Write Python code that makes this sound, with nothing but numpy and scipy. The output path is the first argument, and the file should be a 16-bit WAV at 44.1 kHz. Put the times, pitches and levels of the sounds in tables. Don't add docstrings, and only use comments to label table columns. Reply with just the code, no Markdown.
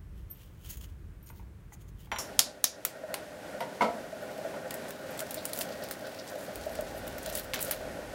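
import sys
import numpy as np
from scipy import signal
from scipy.fft import rfft, irfft, next_fast_len
from scipy.io import wavfile
from scipy.ndimage import uniform_filter1d, map_coordinates

SR = 44100
rng = np.random.default_rng(int(sys.argv[2]) if len(sys.argv) > 2 else 0)


def store_wav(level_fs):
    pcm = np.round(np.clip(np.atleast_2d(level_fs), -1, 1) * 32767)
    wavfile.write(sys.argv[1], SR, pcm.T.astype(np.int16))


N = 358974

# start in seconds, level, body, middle, edge and splintering in dB.
TAPS = [(2.392, -7, -21, -8.5, -13.5, -11), (2.6419, -11, -23.5, -15, -15, -13),
        (2.851, -15, -22, -15, -10, -10.5), (3.1417, -21.5, -7, -7, -9.5, -17)]
# start in seconds, level, low part, edge and splintering in dB.
CRACKS = [(4.378, -48, -8, -7, -7), (4.7074, -33, -12.5, -13, -2.5), (4.7414, -32, -19, -8, -19),
          (4.8834, -47, -15, -12, -6), (4.8906, -42, -14, -5, -8), (4.9065, -34.5, -5.5, -6, -16),
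          (5.1757, -42, -17, -6, -14), (5.1926, -39, -16, -16, 0), (5.2044, -30.5, -17, -7, -6.5),
          (5.3085, -30.5, -19, -3, -13), (5.3436, -30.5, -19, -9, -13), (5.4537, -26, -18.5, -11.5, -20),
          (5.533, -28, -14, -7, -16), (5.5613, -35, -8, -1, -11), (5.5755, -26.5, -18, -3, -21),
          (5.5893, -27.5, -14, -3, -17), (5.6108, -30, -6, -0.5, -4), (5.8377, -41.5, -10, -7, 4),
          (5.887, -40, -7, -8, -10), (5.9109, -33, -7, -1, 0.5), (6.5572, -35.5, -11, -7, -10),
          (6.6582, -48, -18, -7, -13), (6.7528, -44.5, -8, -6, -5), (6.8096, -40.5, -27, -11, -11),
          (7.0693, -47, -10, 0, -6), (7.0771, -34.5, -6, 1, -20), (7.1826, -35, -7.5, 0, -8),
          (7.2263, -47, -20, -3, -12), (7.2309, -40, -28, -21, -15), (7.2609, -30, -14, -6, -15),
          (7.2915, -40, -22, -3, -16), (7.3, -34, -7, -1, -20), (7.3523, -22.5, -22, -9, -22),
          (7.3734, -30.5, -10.5, -6.5, -6), (7.3958, -33, -13, 0, -13), (7.434, -47, -15, 0, -12),
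          (7.4441, -42, -9, 0, -11), (7.5359, -35, 4, -2, -3.5), (7.5415, -36, -4, -7, 4),
          (7.5588, -38, 3, -8, -10), (7.5922, -40, 1.5, -2, -5), (7.6266, -22.5, -25.5, -12, -24),
          (7.648, -33, -19, 1, -8), (7.6808, -42, -17, -1, -12), (7.6949, -39, -8, -16, -20),
          (7.7109, -26, -14, -2, 0)]
# frequency in Hz, level in dB; rows are lifted per blow.
TAP_COLOUR = [(300, -22.5), (700, 11), (2200, 12), (4000, 5.5), (6500, -5.5), (12000, 3), (17000, 3.5)]
CRACK_COLOUR = [(600, 6), (1200, 8), (2300, 11), (4200, 7), (8000, -1.5), (13000, 6.5), (17000, 6)]
UNEVEN_DB = 3
TAP_CRUNCH_DB, TAP_CRUNCH_T60_S, TAP_SPLINTER_T60_S, TAP_GRIT_DB = 0, .009, .061, 5
CRACK_CRUNCH_DB, CRACK_CRUNCH_T60_S, CRACK_SPLINTER_T60_S, CRACK_GRIT_DB = 1.5, .016, .075, 4.5
CRUMBS_FROM_S, CRUMBS = 4.6, 14
CRUMB_DB, CRUMB_LOW_DB, CRUMB_EDGE_DB, CRUMB_SPLINTER_DB, CRUMB_SPREAD_DB = -51, -10, -10, -7, 2
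# time in seconds, level in dB.
PEEL = [(3.9, -75), (4.3, -56), (4.6, -65), (5.5, -47), (6.36, -53.5), (7.14, -55), (7.34, -46),
        (7.45, -53), (7.54, -61), (7.67, -41.5), (7.85, -55)]
# frequency in Hz, level in dB.
MEMBRANE_COLOUR = [(2000, -3), (4500, 1.5), (9000, -10.5), (16000, -4)]
# start and length in seconds, level in dB, centre in Hz,
# width in octaves.
SCRAPES = [(5.373, 0.017, -48, 4200, 0.23), (5.485, .012, -52, 11000, .8), (5.54, .06, -46, 11000, .7),
           (5.604, .014, -36, 10000, 1), (5.712, 0.021, -53, 4500, .5), (5.821, 0.036, -53, 4800, .3),
           (5.91, 0.022, -49, 6000, 1), (6.045, 0.027, -54, 4000, .4), (6.186, 0.018, -47.5, 4760, .25),
           (6.268, 0.03, -51, 5430, 0.81), (6.297, .012, -55, 13000, .3), (6.379, 0.072, -54, 10000, 0.78),
           (6.606, 0.032, -52, 5000, 0.91), (6.71, .02, -54, 11000, 0.54), (6.75, 0.035, -52.5, 4500, 0.46),
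           (6.866, 0.042, -54, 4500, 0.72), (6.955, .04, -54, 12000, .5), (7.07, 0.028, -61, 3500, 0.56),
           (7.247, .07, -49.5, 3500, .5), (7.359, .04, -47, 4000, 0.41), (7.323, .03, -44, 8000, .7),
           (7.356, 0.025, -39, 12000, .5), (7.536, 0.073, -44.5, 2500, 1), (7.603, .018, -37, 12000, .5),
           (7.712, 0.024, -44, 3000, 0.69), (7.651, 0.097, -50.5, 9000, 0.93)]
SCRAPE_RISE_S, SCRAPE_FALL_S, SCRAPE_GRAIN_DB = .0015, .014, 5
# frequency in Hz, level in dB, t60 in seconds.
BLADE = [(5700, -22, 0.081), (6430, -24, .04), (6600, -3, 0.025), (11140, 13, 0.0064)]
# start in seconds, level in dB, t60 in seconds.
CHINK = [(2.1857, -22, 0.22)]
# centre and width in Hz, level in dB.
STEEL = [(1090, 370, -5.5), (3290, 1000, -13.5), (5540, 320, 1), (7150, 700, -6), (10000, 1400, -10.5),
         (14400, 710, -12)]
# start in seconds, level, click of a hard edge, handle over board in dB.
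KNOCKS = [(1.301, -42.5, -31, 3), (1.396, -46, -29, 5), (1.7215, -44, -25, 6), (2.072, -52, -30, 7),
          (2.121, -25.5, -16, 0), (3.605, -28, -12, -1), (3.611, -30, -31, -3), (3.625, -31, -19, 10),
          (3.75, -48, -3, -6), (3.8085, -13, -25, 3), (3.8186, -15.5, -17.5, -8.5),
          (3.827, -19, -19.5, -4.5), (3.841, -22.5, -20, -1), (3.852, -27, -22, -3.5),
          (3.863, -27.5, -29, -2), (3.899, -38, -26, 3), (4.539, -35, -30, -2)]
# centre and width in Hz, level in dB.
BOARD = [(206, 103, -2.5), (528, 94, 2), (731, 72, 1), (1366, 166, -1)]
# centre and width in Hz, level in dB.
HANDLE = [(908, 158, 1.5), (1540, 120, -2.5), (2050, 160, -3.5), (2450, 320, -4.5), (3060, 190, -12)]
# frequency in Hz, level in dB.
EDGE_COLOUR = [(900, -20), (2200, 0), (3000, 0), (5000, -5), (8000, -14), (14000, -22), (16000, -30)]
KNOCK_T60_S, BLOW_DB = .055, 28
GRIP_SHIFT = .045
FILL_DB = -12
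# start in seconds, ring in dB, brightness in dB per octave, clack in dB.
CLINKS = [(2.1167, -35.5, -1.5, 4.5), (2.161, -39.5, -1, 4.5)]
# frequency in Hz, level in dB, t60 in seconds.
SPOON = [(915, -5, .15), (1039, -4, .15), (1455, -6, .07), (2078, -6, .09), (2261, -10, .1),
         (3101, -9, .12), (3650, -15, .15), (4000, -13, .2), (5658, -19, .15), (5798, -12, .3),
         (7138, -15, .3), (8995, -23, .2), (10800, -27, .2), (12610, -22, .2)]
# frequency in Hz, level in dB.
CLACK_COLOUR = [(500, -39), (1100, 13), (2000, 17), (3500, 9), (5000, -20), (16000, -16)]
SPOON_FADE_FROM_S = 2.187
# start in seconds, level and low ring in dB.
TINKLES = [(0.301, -46, -13), (0.309, -35.5, -6), (.368, -58, -12), (1.2265, -52, -2), (1.236, -58, -3),
           (1.259, -56, 8), (1.301, -53, -2), (3.603, -50.5, 9), (3.628, -58, -3), (4.22, -53, 1),
           (4.292, -61, -4), (5.1028, -48, -4), (6.0, -67, 2), (7.7544, -59, -14)]
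# frequency in Hz, level in dB, t60 in seconds; the first four are the low ring.
BRACELET = [(5670, -16, 0.078), (9000, -5, 0.055), (9240, -8, .045), (11300, -10, 0.064),
            (13100, -8, 0.055), (13370, 7.5, 0.04), (14440, -8, .033), (14850, -10, .06)]
LINK_TOUCH_S, JINGLE_DB = .004, 3
# loudest time, rise and fall in seconds, level, low scrape and
# high squeak in dB.
RUSTLE = [(0.188, .05, .05, -66, -1, -19), (0.314, 0.033, .03, -73, -20, -12),
          (0.422, 0.12, .1, -60.5, -0.5, -16), (0.652, 0.015, 0.066, -58.5, 1, -15),
          (0.701, .007, 0.036, -44, -28, 0), (0.7, .12, .13, -57, -0.5, -2),
          (0.745, .04, 0.016, -56, -19, -9), (0.773, .004, 0.025, -54.5, -10, 0),
          (0.811, .003, .035, -55, -6, -8), (0.843, 0.027, 0.019, -54, 2.5, -4),
          (0.9, .04, .04, -71, 2, -10), (1.275, 0.026, 0.033, -57, -21, -6),
          (1.292, .02, 0.022, -57, -21, -4), (1.38, .06, .06, -59, -19, -10),
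          (1.738, 0.017, 0.019, -59.5, -25, 10.5), (1.82, 0.029, .026, -63, -4, 1.5),
          (1.889, .02, .02, -62.5, -14, 0), (2.007, .03, .03, -58.5, 0, -4),
          (2.05, .033, 0.043, -62, -2, -18)]
# frequency in Hz, level in dB.
CLOTH = [(900, -26), (2000, -4), (4500, -3.5), (9000, -11.5), (16000, -8.5)]
# frequency in Hz, level in dB.
BRIGHT_COLOUR = [(8000, -35), (10500, -14), (16000, -3)]
SCRAPE_COLOUR = [(2300, -30), (3100, -18), (4000, -31)]
SQUEAK_COLOUR = [(5600, -36), (6600, -17), (7700, -30)]
BRIGHT_DB, BROAD_DB, STROKE_PIVOT_DB, BRIGHT_GROWS, BROAD_GROWS = -1, -5, -63, .33, -.2
# start in seconds, level in dB,
# starting pitch in Hz.
SIMMER_NOTES = [(3.037, -27.5, 595), (4.128, -29, 627), (4.389, -26, 600), (4.45, -24.5, 617),
                (5.37, -28.5, 603), (5.596, -30.5, 640), (5.705, -28, 577), (6.357, -25.5, 594),
                (6.666, -22, 620), (6.79, -20, 590), (6.947, -27, 612), (7.278, -29, 610),
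                (7.685, -27.5, 606), (7.809, -27, 612), (7.875, -27, 576), (7.989, -28, 526)]
# start and end in seconds, frequency in Hz, level in dB.
WHISTLE = (2.3, 2.5, 4011, -74)
# time in seconds, level in dB.
BACKGROUND = [(2.187, -51.5), (2.26, -50), (2.36, -49.5), (2.53, -57.5), (3.11, -51.5), (3.7, -49),
              (5, -47.5), (6.5, -48.5), (8.14, -47.5)]
# centre and width in Hz, level of one pass in dB.
POT = [(191, 120, -10.5), (305, 13, -5.5), (398, 14.3, -4.5), (514.2, 33.7, -1.5), (611, 88, -2),
       (715, 79, -10), (811.5, 14, -4), (1474, 246, -8.5), (1882, 68, -8)]
# frequency in Hz, level in dB per Hz.
HISS = [(41, -53), (70, -11.5), (286, -3), (336, -7.5), (441, -7), (620, -3), (913, -12.5), (1230, -17.5),
        (1510, -13), (3110, -21.5), (11600, -30), (16000, -36.5)]
SIMMER_DB, SWELL_DB, FAN_DB, FAN_WAVER_DB = 3.5, -.5, 3.5, 1.2
# start in seconds, rumble and quiet air in dB; levels step at each row.
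ROOM = [(0, -39.5, -63), (2.2, -49, -92), (2.41, -61.5, -96), (6.549, -44.5, -110)]
# frequency in Hz, level in dB per Hz.
RUMBLE = [(15, -69), (25, 11.5), (48, -4.5), (97, -9.5), (157, -18.5), (193, -17), (258, -33.5),
          (450, -31.5), (580, -85), (990, -120)]
# frequency in Hz, level in dB per Hz.
AIR = [(180, -18), (300, -8), (331, -3.5), (366, -15), (486, -13.5), (814, -20.5), (1040, -19.5),
       (1660, -21), (4590, -34.5), (16000, -36)]
# frequency in Hz, t60 in seconds.
WALLS = [(300, 0.55), (1500, 0.21), (4000, 0.27), (9000, 0.22), (16000, 0.11)]
TAP_ROOM_DB, CRACK_ROOM_DB = 8, 11.5
FIRST_ROOM_DB, LATER_ROOM_DB = -7, -3.5
TOP_HZ = 15800


def amp(db):
    return 10 ** (np.asarray(db) / 20)


def unit(x):
    return x / np.sqrt(np.mean(x ** 2) + 1e-20)


def seconds(length=N):
    return np.arange(length) / SR


def along(points, hz):
    f, v = np.transpose(points)
    return np.interp(np.log(hz + 1), np.log(f + 1), v)


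def level_curve(points):
    s, db = np.transpose(points)
    return np.interp(seconds(), s, db, left=-200, right=-200)


def wobble(rate_hz):
    knots = rng.standard_normal(int(N * rate_hz / SR) + 4)
    return map_coordinates(knots, [np.arange(N) * rate_hz / SR])


def filtered(x, response):
    m = next_fast_len(x.shape[-1] + 8192)
    return irfft(rfft(x, m) * response(np.fft.rfftfreq(m, 1 / SR)), m)[..., :x.shape[-1]]


def noise(spectrum, size=N):
    return unit(filtered(rng.standard_normal(size), lambda hz: amp(along(spectrum, hz))))


def grit(size, smooth_samples, depth_db):
    lumps = uniform_filter1d(rng.standard_normal(size), size=smooth_samples)
    return unit(amp(depth_db * unit(lumps)))


def body(modes):
    def response(f):
        return sum((-1) ** k * amp(db) * 1j * f * w / (c * c - f * f + 1j * f * w)
                   for k, (c, w, db) in enumerate(modes))
    return response


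def add(track, s, sound):
    part = track[round(s * SR):][:len(sound)]
    part += sound[:len(part)]


def ring(modes, tilt_db=0, touch_s=0.000084):
    t = seconds(SR // 2)
    share_db = rng.normal(0, 2, len(modes))
    out = np.zeros(len(t))
    for (hz, db, t60_s), more_db in zip(modes, share_db):
        level_db = db + tilt_db * np.log2(hz / 4000) + more_db
        out += amp(level_db - 60 * t / t60_s) * np.sin(2 * np.pi * hz * t)
    return out * (1 - np.exp(-t / touch_s))


def snaps(table, colour_db, crunch_db, crunch_t60_s, splinter_t60_s, grit_db):
    pulses, trail, t = np.zeros(N), np.zeros(N), seconds(SR // 8)
    bands_hz = np.geomspace(300, 17000, 28)
    click = 1. * (np.arange(len(t)) == 12)
    for s, db, body_db, middle_db, edge_db, splinter_db in table:
        lift_db = [body_db, body_db, body_db, middle_db, 0, edge_db, edge_db]
        smooth = [(hz, level + more) for (hz, level), more in zip(colour_db, lift_db)]
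        uneven_db = UNEVEN_DB * rng.standard_normal(len(bands_hz))
        colour = np.column_stack([bands_hz, along(smooth, bands_hz) + uneven_db])
        size = amp(db + max(0, middle_db, edge_db))
        pulse = filtered(click, lambda hz: amp(along(colour, hz)))
        add(pulses, s, size * pulse / pulse.max())
        crunch = amp(crunch_db - 60 * t / crunch_t60_s)
        splinters = amp(splinter_db - 60 * t / splinter_t60_s) * grit(len(t), 50, grit_db)
        fade = crunch + splinters
        grains = fade * noise(colour, size=len(t))
        add(trail, s, size * grains * np.linalg.norm(fade) / np.linalg.norm(grains))
    return pulses, trail


def knife_taps():
    return snaps(TAPS, TAP_COLOUR, TAP_CRUNCH_DB, TAP_CRUNCH_T60_S, TAP_SPLINTER_T60_S, TAP_GRIT_DB)


def shell_cracks():
    when_s = rng.uniform(CRUMBS_FROM_S, N / SR, CRUMBS)
    levels_db = CRUMB_SPREAD_DB * rng.standard_normal((CRUMBS, 3)) + [CRUMB_DB, CRUMB_LOW_DB, CRUMB_EDGE_DB]
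    crumbs = np.column_stack([when_s, levels_db, np.full(CRUMBS, CRUMB_SPLINTER_DB)])
    rows = [(s, db, low_db, low_db, edge_db, splinter_db)
            for s, db, low_db, edge_db, splinter_db in [*CRACKS, *crumbs]]
    return snaps(rows, CRACK_COLOUR, CRACK_CRUNCH_DB, CRACK_CRUNCH_T60_S, CRACK_SPLINTER_T60_S,
                 CRACK_GRIT_DB)


def membrane():
    grain_db = 4 * wobble(200)
    return amp(level_curve(PEEL) - 5 + grain_db) * noise(MEMBRANE_COLOUR)


def scrapes():
    out, t = np.zeros(N), seconds(SR // 5)
    for s, length_s, db, centre_hz, octaves in SCRAPES:
        band = unit(filtered(rng.standard_normal(len(t)),
                             lambda f: np.exp(-.5 * (np.log2((f + 1) / centre_hz) / octaves) ** 2)))
        grain = grit(len(t), 30, SCRAPE_GRAIN_DB)
        rise = 1 - np.exp(-t / SCRAPE_RISE_S)
        fall = np.exp(-np.clip(t - length_s, 0, 1) / SCRAPE_FALL_S)
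        add(out, s, amp(db) * rise * fall * grain * band)
    return out


def blade():
    out = np.zeros(N)
    for s, db, *_ in TAPS:
        add(out, s, amp(db - 14) * ring(BLADE))
    return out


def chink():
    out, t = np.zeros(N), seconds(SR // 2)
    for s, db, t60_s in CHINK:
        steel = unit(filtered(rng.standard_normal(len(t)), body(STEEL)))
        add(out, s, amp(db - 10 - 60 * t / t60_s) * steel)
    return out


def board():
    out, t = np.zeros(N), seconds(SR // 4)
    fade = amp(-60 * t / KNOCK_T60_S)

    def shifted(modes):
        return body([(c * (1 + GRIP_SHIFT * rng.standard_normal()), w, db) for c, w, db in modes])

    for s, db, click_db, handle_db in KNOCKS:
        chatter = fade * rng.standard_normal(len(t))
        chatter[0] += amp(BLOW_DB)
        low, high = shifted(BOARD), shifted(HANDLE)

        def response(hz):
            return sum(amp(part_db) * part(hz) * (part(hz) + amp(FILL_DB))
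                       for part, part_db in [(low, -handle_db), (high, handle_db)])

        thud = filtered(chatter, response)
        click = fade * (1 - np.exp(-t / 0.0007)) * noise(EDGE_COLOUR, size=len(t))
        add(out, s, amp(db) * (thud / np.abs(thud).max() + amp(click_db) * click))
    return out


def spoon():
    out, t = np.zeros(N), seconds(SR // 2)
    for s, db, tilt_db, clack_db in CLINKS:
        fade = amp(clack_db - 60 * t / .02) + amp(clack_db - 8 - 60 * t / .2)
        clack = fade * noise(CLACK_COLOUR, size=len(t))
        add(out, s, amp(db) * (ring(SPOON, tilt_db) + clack))
    return out * amp(-2000 * np.clip(seconds() - SPOON_FADE_FROM_S, 0, 1))


def bracelet():
    out = np.zeros(N)
    for s, db, low_db in TINKLES:
        high = amp(db) * ring(BRACELET[4:], touch_s=LINK_TOUCH_S)
        low = amp(db + low_db) * ring(BRACELET[:4], touch_s=LINK_TOUCH_S)
        add(out, s, high + low)
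    return out * amp(JINGLE_DB * wobble(150))


def rustle():
    broad, bright = noise(CLOTH), noise(BRIGHT_COLOUR)
    scrape, squeak = noise(SCRAPE_COLOUR), noise(SQUEAK_COLOUR)
    grain, out, t = amp(2.5 * wobble(450)), np.zeros(N), seconds(3 * SR)
    for s, rise_s, fall_s, db, scrape_db, squeak_db in RUSTLE:
        over_db = db - STROKE_PIVOT_DB
        mix = amp(BROAD_DB + BROAD_GROWS * over_db) * broad + amp(BRIGHT_DB + BRIGHT_GROWS * over_db) * bright
        mix += amp(scrape_db) * scrape + amp(squeak_db) * squeak
        stroke = amp(-(20 * np.maximum((s - t) / rise_s, (t - s) / fall_s)) ** 0.97)
        add(out, 0, amp(db) * stroke * mix[:len(t)])
    return grain * out


def simmer_notes():
    out, t = np.zeros(N), seconds(SR // 8)
    for s, db, hz in SIMMER_NOTES:
        fade = amp(db + 1.5 - 60 * t / 0.036) * (1 - np.exp(-t / 0.0015))
        add(out, s, fade * np.sin(2 * np.pi * hz * t * (1 + 1.3 * t)))
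    return out


def whistle():
    start_s, end_s, hz, db = WHISTLE
    t = seconds()
    gate = np.clip(np.minimum(t - start_s, end_s - t) / .006, 0, 1)
    return amp(db) * gate * np.sin(2 * np.pi * hz * t)


def simmer_and_fan():
    bursts = amp(3.14 * wobble(45) + 0.32 * wobble(13)) * rng.standard_normal(N)
    pot = unit(filtered(bursts, lambda hz: body(POT)(hz) ** 2))
    simmer = amp(SIMMER_DB + SWELL_DB * wobble(2.63)) * pot
    fan = amp(FAN_DB + FAN_WAVER_DB * wobble(8)) * noise(HISS)
    return amp(level_curve(BACKGROUND)) * (simmer + fan)


def room_tone():
    starts_s, rumble_db, air_db = np.transpose(ROOM)
    place = np.searchsorted(starts_s, seconds(), side="right") - 1
    rumble = amp(rumble_db[place] + 1.2 * wobble(6.5)) * noise(RUMBLE)
    return rumble + amp(air_db[place]) * noise(AIR)


def walls(x):
    out, step = np.zeros(N), SR // 5
    for start in range(0, N, step):
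        hz, t, z = signal.stft(rng.standard_normal(SR // 2), SR, nperseg=256)
        decay = amp(-60 * t / along(WALLS, hz)[:, None])
        tail = signal.istft(z * decay, SR, nperseg=256)[1]
        add(out, start / SR + .003, signal.fftconvolve(x[start:start + step], tail / np.linalg.norm(tail)))
    return out


def scene():
    tap, tap_trail = knife_taps()
    crack, crack_trail = shell_cracks()
    pulses = tap + amp(4) * crack
    near = bracelet() + board() + simmer_notes()
    dry = tap_trail + crack_trail + membrane() + scrapes() + blade() + chink() + spoon() + rustle() + whistle()
    near_room_db = np.where(seconds() < CLINKS[0][0], FIRST_ROOM_DB, LATER_ROOM_DB)
    wet = walls(amp(TAP_ROOM_DB) * tap + amp(CRACK_ROOM_DB) * crack + amp(near_room_db) * near)
    return (pulses + near + wet + dry + simmer_and_fan() + room_tone())[None]


def record(dry):
    rounded = dry / (1 + np.abs(dry / .7) ** 4) ** (1 / 4)

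    def response(hz):
        bass_cut = 1 / (1 + (41 / (hz + 1)) ** 12)
        return bass_cut * amp(-np.clip((hz - TOP_HZ) / 14, 0, 100))

    return filtered(rounded, response)


dry = scene()
out = record(dry)
store_wav(out)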